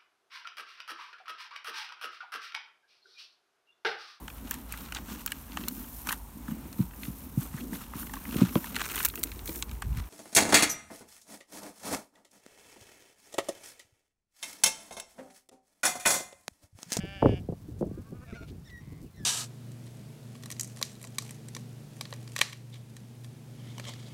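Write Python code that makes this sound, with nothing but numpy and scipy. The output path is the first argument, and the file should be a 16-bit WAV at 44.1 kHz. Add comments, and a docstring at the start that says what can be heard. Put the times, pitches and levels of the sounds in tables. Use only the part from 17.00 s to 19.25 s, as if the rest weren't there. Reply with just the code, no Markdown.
"""A sheep bleats close by while wind buffets the microphone, with a few hard thumps.
Two more sheep answer from across the paddock; each bleat is a train of glottal pulses
filtered by the resonances of the throat. A bird gives falling whistles and a short buzzy rattle.
Underneath, turbulent air rumbles, the open field hisses and hooves brush the grass."""
import sys
import numpy as np
from scipy import signal
from scipy.fft import rfft, irfft
from scipy.io import wavfile

SR = 44100
rng = np.random.default_rng(int(sys.argv[2]) if len(sys.argv) > 2 else 0)


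def generate_wav(sig):
    """Save sig (samples, or channels by samples) to the path in sys.argv[1] as 16-bit PCM at SR."""
    pcm = np.round(np.clip(np.atleast_2d(sig).T, -1, 1) * 32767).astype(np.int16)
    wavfile.write(sys.argv[1], SR, pcm)


N = 99225
T = np.arange(N) / SR


def amp(db):
    """Amplitude ratio of a level in decibels."""
    return 10 ** (np.asarray(db) / 20)


def unit(x):
    """Normalisation to rms 1."""
    return x / np.sqrt(np.mean(x ** 2) + 1e-20)


def add(mix, start_s, sound):
    """Superposition of a sound on the mix."""
    part = mix[max(round(start_s * SR), 0):][:len(sound)]
    part += sound[:len(part)]


def drift(hz):
    """Random modulation: low-pass noise of rms 1."""
    f = np.fft.rfftfreq(N, 1 / SR)
    return unit(irfft(rfft(rng.standard_normal(N)) / (1 + (f / hz) ** 4), N))


def colour(x, points, size=8192):
    """Minimum-phase filter through (frequency [Hz], gain [dB]) points."""
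    hz, db = np.transpose(points)
    log_f = np.log(abs(np.fft.fftfreq(size, 1 / SR)) + 1)
    log_gain = np.log(amp(np.interp(log_f, np.log(hz), db)))
    response = np.fft.ifft(np.exp(np.conj(signal.hilbert(log_gain)))).real[:size // 2]
    return signal.fftconvolve(x, response)[:len(x)]


def gesture(course, edge_s=0.0072):
    """Pitch contour and amplitude envelope of a call, silent outside it."""
    s, hz, db = np.transpose(course)
    gate = np.clip(1 + np.minimum(T - s[0], s[-1] - T) / edge_s, 0, 1)
    return np.interp(T, s, hz), gate * amp(np.interp(T, s, db))


def voice(course, throat, jitter, shimmer, breath):
    """Source-filter model: uneven pulses, each with a puff of air, excite throat resonances."""
    hz, gain = gesture(course)
    cycles = np.cumsum(hz * (1 + jitter * drift(74))) / SR
    offset = (cycles + .5) % 1 - .5  # cycles from the nearest pulse
    pulses = np.sinc(offset / hz * SR / 2) * np.cos(np.pi * offset) ** 2
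    puffs = np.exp(-(cycles % 1) / 0.9) * rng.standard_normal(N)
    source = unit(pulses) * (1 + shimmer * drift(120)) + breath * unit(puffs)
    return gain * unit(colour(source, throat))


# spectrum of the field's hiss (frequency [Hz], gain [dB])
HISS_SPECTRUM = [(500, 10), (1000, 9), (2000, 3.5), (4000, 0.5), (7000, -2.5), (11000, -3), (16000, -5.5)]

def field_hiss(level_db=-65.5):
    """Broadband noise of the open field, nearly constant in level."""
    return amp(level_db + 0.45 * drift(27)) * unit(colour(rng.standard_normal(N), HISS_SPECTRUM))


# hooves brushing grass (time [s], length [s], level [dB], centre frequency [Hz])
HOOF_BRUSHES = [(0.463, 0.0022, -67, 4850), (0.795, 0.012, -60.5, 7000), (0.81, 0.0061, -61.5, 9500),
                (.872, .0015, -65, 5500), (1.487, 0.017, -55.5, 3220), (1.503, 0.0099, -61.5, 4000),
                (1.702, 0.012, -57, 3400)]

def hooves(ticks_per_s=1100, clump_db=2.8, crackle_db=-70.5):
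    """Shot noise: grass under hooves gives random impulses, as fine crackle and dense brushes."""
    ticks = (rng.random(N) < ticks_per_s / SR) * rng.standard_normal(N) * amp(clump_db * drift(25))
    out = amp(crackle_db) * unit(colour(ticks, [(1000, -37), (4500, -1), (16000, -2.5)]))
    for s, length, db, hz in HOOF_BRUSHES:
        grains = rng.standard_normal(N) * (rng.random(N) < .15)
        envelope = amp(db) * np.exp(-2 * ((T - s) / length) ** 2)
        out += envelope * unit(colour(grains, [(hz / 4, -14), (hz, 0), (hz * 3, -19)]))
    return out


# spectrum of the wind (frequency [Hz], gain [dB])
WIND_SPECTRUM = [(30, -35.5), (48, -1.5), (100, 0.5), (160, -1.5), (260, -11.5), (450, -21.5), (800, -32.5),
                 (1600, -68.5)]
# its envelope (time [s], level [dB])
WIND_LEVEL = [(0, -43), (.06, -42), (.11, -45.5), (.2, -43), (.265, -24.5), (.36, -37), (.6, -48.5),
              (.76, -44), (.88, -36.5), (1.05, -53), (1.12, -42.5), (1.27, -50.5), (1.56, -46),
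              (1.68, -50.5), (2.07, -43.5), (2.12, -58), (2.25, -42)]

def wind_rumble(gust_db=2.2, gust_hz=22):
    """Turbulent pressure on the microphone: low noise, amplitude-modulated by gusts."""
    turbulence = unit(colour(rng.standard_normal(N), WIND_SPECTRUM))
    return turbulence * amp(np.interp(T, *np.transpose(WIND_LEVEL)) + gust_db * drift(gust_hz))


# eddies (time [s], length [s], level [dB], upper cutoff [Hz])
EDDIES = [(0.033, 0.016, -33, 440), (.221, 0.015, -26, 845), (0.242, 0.036, -20, 567),
          (0.275, 0.0097, -35.5, 523), (0.317, 0.026, -29, 480), (.486, 0.017, -33.5, 546),
          (0.522, 0.0087, -31.5, 546), (0.68, 0.02, -40.5, 343), (0.809, 0.039, -31.5, 557),
          (0.856, 0.032, -38.5, 430), (0.972, 0.034, -41, 370), (1.117, 0.041, -43.5, 395),
          (1.323, 0.015, -37, 370), (1.405, 0.03, -44.5, 377), (1.5, 0.038, -46, 343),
          (1.872, 0.013, -44, 278), (1.92, 0.018, -42.5, 346), (2.021, 0.039, -44, 357),
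          (2.199, 0.021, -45.5, 353)]

def wind_buffets(rise_s=0.0052, fall_s=0.0085, order=5.25):
    """Each eddy is a burst of band-limited turbulence; stronger ones tend to reach higher."""
    out, t = np.zeros(N), T[:SR // 4]
    f = np.fft.rfftfreq(len(t), 1 / SR) + 1
    for s, length, db, upper_hz in EDDIES:
        lower_hz = 0.11 * upper_hz
        band = 1 / np.sqrt((1 + (f / upper_hz) ** (2 * order)) * (1 + (lower_hz / f) ** 4))
        rise = np.sin(np.pi / 2 * np.minimum(t / rise_s, 1)) ** 2
        fall = np.exp(-np.logaddexp(0, (t - length) / fall_s * 2))
        eddy = rise * fall * irfft(rfft(rng.standard_normal(len(t))) * band, len(t))
        rms = np.sqrt(np.sum(eddy ** 2) / (length * SR))
        add(out, s, amp(db) * eddy / rms)
    return out


# thumps on the microphone (time [s], peak level [dB], starting frequency [Hz])
WIND_THUMPS = [(.2262, -11, 1770), (0.2484, -18.5, 800), (.2586, -11.5, 2047), (.2598, -14, 1150),
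               (0.2916, -19, 1215), (0.488, -25.5, 611.5), (0.8101, -22.5, 973), (0.826, -21.5, 1350),
               (0.9116, -30, 830), (1.1242, -31.5, 795)]

def wind_thumps(sag_cycles=1.87, peak_cycles=2.11):
    """Pressure transients: each is a downward chirp only a few cycles long."""
    out, t = np.zeros(N), T[:SR // 20]
    for s, db, hz in WIND_THUMPS:
        cycles = sag_cycles * np.log1p(hz * t / sag_cycles)
        progress = (cycles / peak_cycles) ** 3
        envelope = np.sqrt(progress * np.exp(1 - progress))
        add(out, s, amp(db) * envelope * np.sin(2 * np.pi * cycles))
    return out


# notes (overtone gain [dB], rows of (time [s], pitch [Hz], level [dB]))
BIRD_NOTES = [ (-26, [(1.21, 1796, -84), (1.24, 1840, -66), (1.3, 1660, -68), (1.318, 1475, -59),
              (1.328, 1294, -50.5), (1.337, 1300, -74)]), (0, [(1.333, 1847, -60), (1.343, 2070, -52),
              (1.353, 2020, -64)]), (-1.5, [(1.345, 1588, -60), (1.36, 1486, -53.5), (1.385, 1414, -52),
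              (1.42, 1423, -55), (1.452, 1390, -60)]), (7, [(1.652, 1725, -70), (1.665, 1980, -66),
              (1.679, 1760, -59), (1.686, 1760, -68)]), (-1.5, [(1.685, 2084, -63), (1.705, 1953, -57.5),
              (1.745, 1923, -50.5), (1.785, 1892, -52.5), (1.81, 1885, -67)]), (-15, [(2.055, 2900, -76),
              (2.08, 2500, -72)]), (-1.5, [(2.142, 2085, -75), (2.168, 2020, -72), (2.2, 1985, -67)]),
              (-0.5, [(2.172, 1850, -65.5), (2.21, 1763, -62), (2.25, 1648, -56)])]
# response of the bird's throat to the overtones (frequency [Hz], gain [dB])
BIRD_THROAT = [(3000, -58), (3750, -59), (4700, -54.5), (5550, -58), (7600, -69)]

def bird_whistles(settle_s=.03, shimmer=.18, overtone_follow=0.24):
    """Frequency-modulated harmonic tones that start ragged, then settle, mostly falling."""
    out = np.zeros(N)
    waver, tremor = drift(225), 1 + shimmer * drift(115)
    for shrill_db, note in BIRD_NOTES:
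        hz, gain = gesture(note)
        jitter = .004 + .025 * np.exp(-abs(T - note[0][0]) / settle_s)
        phase = 2 * np.pi * np.cumsum(hz * (1 + jitter * waver)) / SR
        overtones = np.zeros(N)
        for k in range(2, 6):
            throat_db = np.interp(k * hz, *np.transpose(BIRD_THROAT))
            overtones += amp(throat_db + shrill_db + 2 * drift(40)) * np.sin(k * phase)
        # the overtones follow the note's level only in part
        out += np.sqrt(2) * tremor * (gain * np.sin(phase) + gain ** overtone_follow * overtones)
    return out


# the rattle (time [s], pulse rate [Hz], level [dB])
RATTLE_COURSE = [(1.81, 133, -63), (1.85, 106, -66.5), (1.93, 102, -64), (2.02, 124, -71.5)]
# its resonances (frequency [Hz], gain [dB])
RATTLE_FORMANTS = [(600, -15), (1080, 11), (1450, -16), (1800, 1), (2050, 12.5), (2500, -4), (4500, -7),
                   (9000, -46)]

def bird_rattle():
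    """Pulse excitation: slow, irregular, noisy pulses ring the throat as a dry buzz."""
    return voice(RATTLE_COURSE, RATTLE_FORMANTS, jitter=0.026, shimmer=0.13, breath=0.51)


# two answering bleats (time [s], pitch [Hz], level [dB])
FIRST_ANSWER = [(.89, 186, -68.5), (1.0, 206.2, -60.5), (1.04, 213.5, -70), (1.08, 225.5, -61),
                (1.12, 229.7, -72), (1.16, 250.6, -58), (1.2, 242.5, -64), (1.238, 256.2, -51.5),
                (1.26, 240, -77)]
SECOND_ANSWER = [(1.265, 221.8, -64), (1.3, 234.4, -51), (1.33, 213.8, -58), (1.365, 235.5, -52.5),
                 (1.385, 209, -65), (1.41, 204.3, -65), (1.432, 224.2, -47.5), (1.445, 220.5, -58),
                 (1.465, 191, -69)]
# their throat resonances (frequency [Hz], gain [dB])
FIRST_FORMANTS = [(500, 0.5), (950, -12.5), (1150, 7.5), (1350, -6), (1580, 1), (1950, -26), (2300, -9.5),
                  (2750, -16), (3300, -29), (6000, -26)]
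SECOND_FORMANTS = [(440, 3), (650, 13), (900, -4.5), (1150, -2), (1400, 4.5), (1900, -9), (2300, 8),
                   (2650, 2.5), (3150, -15), (3600, -1), (4200, -20), (5000, -9.5), (8000, -20)]

def far_sheep():
    """Modulation of pitch and amplitude makes two distant bleats rough and quavering."""
    first = voice(FIRST_ANSWER, FIRST_FORMANTS, jitter=0.00295, shimmer=0.28, breath=.32)
    second = voice(SECOND_ANSWER, SECOND_FORMANTS, jitter=0.0072, shimmer=0.43, breath=.32)
    return first + second


# the near bleat (time [s], pitch [Hz], level [dB])
NEAR_BLEAT = [(-.01, 191, -43.5), (.03, 192.2, -49), (.116, 197.2, -49), (.168, 196.4, -48),
              (.19, 188.1, -50), (.212, 195.4, -48), (.238, 193.6, -51), (.296, 192.6, -46.5),
              (.31, 188.2, -48.5), (.334, 187.9, -49), (.352, 178.3, -52), (.378, 183.8, -51),
              (.398, 167, -61)]
# its throat resonances and the added filter of the closing mouth (frequency [Hz], gain [dB])
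NEAR_FORMANTS = [(300, -31), (590, 1.5), (790, 0), (980, -16), (1180, -10.5), (1360, -7), (1720, 5),
                 (1970, -10), (2350, 3.5), (2560, -5.5), (2850, 6), (3140, -2.5), (3400, -4.5), (4200, -30),
                 (4550, -9.5), (5000, -13), (5650, -22.5), (8000, -31)]
MOUTH_FILTER = [(700, 5.5), (1100, 1), (1550, -6), (2300, 2), (3500, 1), (4600, -2.5), (5200, 3.5)]

def near_sheep(closing_span_s=(0.16, 0.38)):
    """A time-varying vocal tract: the closing mouth hollows out the middle of a clear bleat."""
    bleat = voice(NEAR_BLEAT, NEAR_FORMANTS, jitter=0.0036, shimmer=0.082, breath=.3)
    closure = np.interp(T, closing_span_s, [0, 1])
    return (1 - closure) * bleat + closure * colour(bleat, MOUTH_FILTER)


def scene():
    """Superposition of animals, field and wind in one channel."""
    animals = near_sheep() + far_sheep() + bird_rattle() + bird_whistles()
    return (animals + field_hiss() + hooves() + wind_rumble() + wind_buffets() + wind_thumps())[None]


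def record(dry):
    """Band limiting by a linear-phase low-pass filter."""
    cutoff_hz = 15850
    lowpass = signal.firwin(511, cutoff_hz, window=("kaiser", 9), fs=SR)
    return signal.oaconvolve(dry, lowpass[None], "same")


dry = scene()
out = record(dry)
generate_wav(out)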